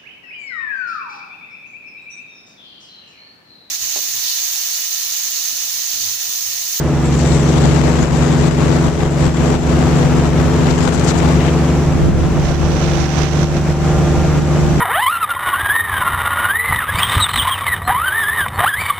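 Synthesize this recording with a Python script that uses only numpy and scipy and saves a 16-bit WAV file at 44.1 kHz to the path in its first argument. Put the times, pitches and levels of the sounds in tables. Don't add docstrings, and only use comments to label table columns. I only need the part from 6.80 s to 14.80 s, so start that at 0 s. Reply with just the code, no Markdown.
import sys
import numpy as np
from scipy import signal
from scipy.fft import rfft, irfft, next_fast_len
from scipy.io import wavfile
from scipy.ndimage import uniform_filter1d, minimum_filter1d, map_coordinates

SR = 44100
rng = np.random.default_rng(int(sys.argv[2]) if len(sys.argv) > 2 else 0)


def store_wav(level_fs):
    pcm = np.round(np.clip(np.atleast_2d(level_fs), -1, 1) * 32767)
    wavfile.write(sys.argv[1], SR, pcm.T.astype(np.int16))


N = 352800
TIME = np.arange(N) / SR

# time_s, bow_share (0 bank, 1 bow)
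MIC_HEADING = [(0, 0.19), (4.4, 0.06), (6.5, 0.94), (8, 0.89)]
# time_s, rush_db, hiss_db
LEFT_PORT_AIR = [(0, -33, -44), (.42, -30.5, -25), (.85, -18.5, -27.5), (1.6, -20, -29), (2.15, -20.5, -32),
                 (2.45, -21, -29.5), (3.15, -20, -35.5), (3.7, -23, -38), (4.05, -16.5, -25),
                 (4.45, -17.5, -33), (4.8, -28, -34), (5.2, -29, -47), (7.1, -44, -36), (8, -44, -37)]
# time_s, hiss_db
RIGHT_PORT_AIR = [(0, -64), (5.48, -49), (5.66, -27), (5.8, -30.5), (6.2, -24), (6.43, -22.5), (6.7, -29.5),
                  (7, -40)]
# frequency_hz, density_db
RUSH_SPECTRUM = [(15, -45), (45, -36), (100, 7.5), (220, 3.5), (400, -2), (800, -5), (1600, -12),
                 (2800, -18.5), (5000, -23.5), (14000, -44.5)]
# frequency_hz, density_db
LEFT_HISS_SPECTRUM = [(800, -15), (2000, 1.5), (3500, 0), (5000, 0), (7500, -3.5), (9500, -12.5),
                      (14000, -33.5)]
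# frequency_hz, density_db
RIGHT_HISS_SPECTRUM = [(300, 5.5), (1000, 4.5), (2000, 1), (3000, 0.5), (4200, -3.5), (5400, -6.5),
                       (6200, -8), (7500, -10.5), (14000, -8)]
# time_s, level_db
BUFFET_LEVEL = [(0, -28.5), (4.9, -30), (5.25, -14.5), (6.3, -26.5), (7.6, -23), (8, -17.5)]
# frequency_hz, density_db
EDDY_SPECTRUM = [(15, -26), (30, -3), (50, 1.5), (100, -1), (200, -5.5), (400, -15.5), (1500, -64)]
# knock_s, pull_db
LARGE_EDDIES = [(1.246, -2), (1.69, -4), (2.093, -0.5), (2.274, -1), (2.483, -2), (2.759, -2),
                (3.476, -6.5), (3.921, -6.5), (4.005, -8), (4.094, -3.5), (4.318, -6.5), (5.299, -3.5),
                (5.469, -5.5), (5.721, -3.5), (6.243, -3.5), (6.45, -3), (6.648, -2.5), (6.78, -3),
                (6.915, -4), (7.591, -2.5)]
# middle_s, length_s, level_db, centre_hz
HAND_RUBS = [(3.89, .014, -24, 1400), (3.906, 0.026, -27, 3520), (4.044, .035, -33, 6000),
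             (4.146, .038, -27, 5800), (4.197, 0.0067, -24, 5400), (4.248, 0.022, -27.5, 5470),
             (4.292, .058, -21, 4400), (4.383, .035, -27, 5370), (4.63, .13, -28.5, 2370),
             (4.686, 0.027, -23.5, 2070)]
# time_s, tones_db, roar_db
CRAFT_LEVEL = [(0, -2, -2.5), (.55, 2, -0.5), (2.2, 1, -1.5), (3.2, 1, 0), (4.8, 1.5, 0), (5.3, -2.5, -2.5),
               (6.3, -1.5, -2), (7.15, 1, 0), (8, 0, -.5)]
# frequency_hz, density_db
ROAR_SPECTRUM = [(20, -43), (55, -1), (110, -2), (200, -4.5), (350, -5.5), (600, -8), (1000, -13.5),
                 (1600, -18.5), (2500, -23.5), (3500, -28.5), (7000, -35.5), (14000, -39)]
# frequency_hz, correlation
ROAR_LIKENESS = [(60, 0), (300, .85), (700, 0.89), (1400, 0.71), (3000, 0.42), (6000, 0)]
# frequency_hz, density_db
BUZZ_SPECTRUM = [(900, -35), (1700, -3), (3000, -1), (6000, -3.5), (8000, -2.5), (14000, -30)]
# blade_rate_multiple, facing_bank_db, facing_bow_db
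PROPELLER_TONES = [(1, -21.5, -20.5), (2, -19, -15.5), (3, -34.5, -29.5), (4, -35.4, -33), (5, -33, -39.5),
                   (6, -30.5, -36.5), (7, -45, -43.5), (8, -41.5, -38.5), (9, -46.2, -47)]
# crank_rate_multiple, facing_bank_db, facing_bow_db
ENGINE_TONES = [(1, -29, -35), (2, -19, -24.5), (3, -21, -36), (4, -27.5, -25), (5, -30, -47),
                (6, -33.5, -39), (8, -42, -43), (9, -44.5, -33.5), (12, -47.5, -51), (14, -48, -43.5),
                (16, -47.5, -40), (24, -60, -50), (28, -60, -56), (38, -64, -55), (50, -70, -61),
                (70, -70, -67), (76.5, -73, -65)]
# time_s, turns_per_s
CRANK_SPEED = [(0, 81.15), (2, 82), (4.6, 83.7), (6.4, 85.75), (7.6, 86.35), (8, 87.05)]
# frequency_hz, left_db, right_db
PORT_RESPONSE = [(3480, 2, 2), (4740, 0.5, 3.5), (5540, 2, 8), (6050, 3.5, 12.5), (6450, 6, 6),
                 (7000, 8, 3), (7580, 9.5, -4.5), (8400, 2.5, -8.5), (9500, -1, -12), (14000, -1.5, -23)]


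def amp(db):
    return 10 ** (np.asarray(db) / 20)


def unit(x):
    return x / np.sqrt(np.mean(x ** 2) + 1e-20)


def at_hz(rows, hz, column=1):
    table = np.transpose(rows)
    return np.interp(np.log(hz + 1), np.log(table[0] + 1), table[column])


def at_time(rows, column=1):
    table = np.transpose(rows)
    return np.interp(TIME, table[0], table[column])


def wobble(knots_per_s):
    coarse_s = TIME[::32]
    knots = rng.standard_normal(4096)
    return np.interp(TIME, coarse_s, map_coordinates(knots, [coarse_s * knots_per_s], mode="wrap"))


def filtered(x, response):
    size = next_fast_len(N + SR // 4)
    return irfft(rfft(x, size) * response(np.fft.rfftfreq(size, 1 / SR)), size)[..., :N]


def air_noise(spectrum, patchy_db=1.0):
    cells = signal.stft(rng.standard_normal(N), nperseg=512)[2]
    patches = uniform_filter1d(rng.standard_normal(cells.shape), size=8, axis=0)
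    patches = uniform_filter1d(patches, size=7, axis=1)
    patchy = signal.istft(cells * amp(patchy_db * unit(patches)), nperseg=512)[1][:N]
    return unit(filtered(patchy, lambda hz: amp(at_hz(spectrum, hz))))


def flutter(slow_db, fast_db=2.5):
    return unit(amp(slow_db * wobble(28) + fast_db * wobble(260)))


def slipstream():
    left_flutter = flutter(slow_db=0.03)
    rush = amp(at_time(LEFT_PORT_AIR) + 2) * air_noise(RUSH_SPECTRUM)
    left_hiss = amp(at_time(LEFT_PORT_AIR, 2) - 3.5) * air_noise(LEFT_HISS_SPECTRUM, patchy_db=2.5)
    right_hiss = amp(at_time(RIGHT_PORT_AIR) + 1) * air_noise(RIGHT_HISS_SPECTRUM, patchy_db=-0.6)
    return np.array([(rush + left_hiss) * left_flutter, right_hiss * flutter(slow_db=0.8)])


def buffet():
    eddies = lambda: unit(air_noise(EDDY_SPECTRUM) * amp(1.8 * wobble(11)))
    large = 0.39 * eddies()
    level_db = at_time(BUFFET_LEVEL)
    lean_db = 2.5 * at_time(MIC_HEADING)
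    return np.array([amp(level_db + side * lean_db) * unit(eddies() + large) for side in (-1, 1)])


def thumps(pull_s=0.062, knock_s=0.004):
    hump = lambda middle_s, length_s: np.cos(np.pi * np.clip((TIME - middle_s) / length_s, -.5, .5)) ** 2
    pulls = sum(amp(db) * hump(time_s + pull_s / 4, pull_s) for time_s, db in LARGE_EDDIES)
    knocks = sum(amp(db - 6) * hump(time_s, knock_s) for time_s, db in LARGE_EDDIES)
    bow = at_time(MIC_HEADING)
    return -(pulls + knocks * np.array([1 - bow, bow]))


def hand_scuffs(right_port_db=-19):
    out = np.zeros((2, N))
    for middle_s, length_s, level_db, centre_hz in HAND_RUBS:
        start, n = int((middle_s - length_s / 2) * SR), int(length_s * SR)
        hz = np.fft.rfftfreq(n, 1 / SR)
        grit = rng.standard_normal((2, n)) * amp(4.1 * rng.standard_normal(n))
        band = np.exp(-np.log2((hz + 1) / centre_hz) ** 2 / 0.72)
        rub = unit(irfft(rfft(grit) * band, n)) * np.sqrt(np.hanning(n))
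        out[:, start:start + n] += rub * amp([[level_db], [level_db + right_port_db]])
    return out


def roar(turns, passes):
    pair = np.array([air_noise(ROAR_SPECTRUM), air_noise(ROAR_SPECTRUM)])
    width_rad = lambda hz: np.arccos(at_hz(ROAR_LIKENESS, hz)) / 2
    mid, side = filtered(pair, lambda hz: np.array([np.cos(width_rad(hz)), np.sin(width_rad(hz))]))
    pulsing = 1 + 0.044 * np.sin(2 * np.pi * passes) + 0.041 * np.sin(4 * np.pi * turns)
    return amp(at_time(CRAFT_LEVEL, 2) - 22) * unit(pulsing * np.array([mid + side, mid - side]))


def exhaust_buzz(turns, decay_s=0.022):
    firings = np.diff(np.floor(2 * turns), prepend=0)
    delay_s = TIME[:SR // 50]
    bounces = rng.standard_normal((2, len(delay_s))) * amp(-60 * delay_s / decay_s)
    comb = signal.fftconvolve(firings[None], bounces, axes=1)[:, :N]
    level_db = at_time(CRAFT_LEVEL) - 48.5 + 3 * at_time(MIC_HEADING)
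    return amp(level_db) * unit(filtered(comb, lambda hz: amp(at_hz(BUZZ_SPECTRUM, hz))))


def rotation_tones(tones, cycles, waver_db, smear_rad, spread_rad):
    bow = at_time(MIC_HEADING)
    out = np.zeros((2, N))
    for multiple, bank_db, bow_db in tones:
        order = round(multiple)
        phase = 2 * np.pi * (order * cycles + rng.random()) + smear_rad * order * wobble(22)
        level_db = bank_db + (bow_db - bank_db) * bow + waver_db * np.sqrt(order) * wobble(6)
        apart = spread_rad * order * wobble(2.21)
        out += amp(level_db) * np.sin([phase + apart, phase - apart])
    return amp(at_time(CRAFT_LEVEL) + 1) * out


def propeller(passes):
    return rotation_tones(PROPELLER_TONES, passes, waver_db=0.95, smear_rad=0.027, spread_rad=0.088)


def engine(turns):
    note = rotation_tones(ENGINE_TONES, turns, waver_db=0.5, smear_rad=0.0041, spread_rad=0.046)
    return note * amp([[0.6], [-0.6]])


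def scene():
    blades, gear_ratio = 3, 3.47
    turns = np.cumsum(at_time(CRANK_SPEED)) / SR
    passes = turns * blades / gear_ratio
    craft = engine(turns) + exhaust_buzz(turns) + propeller(passes) + roar(turns, passes)
    return craft + slipstream() + buffet() + thumps() + hand_scuffs()


def limiter(x, attack_s=0.002, hold_s=0.047, release_db_per_s=57):
    hold, attack = int(hold_s * SR), int(attack_s * SR)
    needed_db = -20 * np.log10(np.maximum(np.abs(x).max(axis=0), 1))
    held_db = minimum_filter1d(needed_db, hold, origin=(hold - 1) // 2)
    recovery_db = release_db_per_s * TIME
    gain_db = np.minimum.accumulate(held_db - recovery_db) + recovery_db
    return x * amp(uniform_filter1d(minimum_filter1d(gain_db, attack), attack))


def record(dry):
    low_cut_hz, top_hz = 26, 14300
    ports = lambda hz: amp([at_hz(PORT_RESPONSE, hz, 1), at_hz(PORT_RESPONSE, hz, 2)])
    limited = limiter(filtered(dry, ports))
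    low_cut = lambda hz: 1 - 1 / (1 + (hz / low_cut_hz) ** 10)
    return filtered(limited, lambda hz: low_cut(hz) * (hz < top_hz))


dry = scene()
out = record(dry)
store_wav(out)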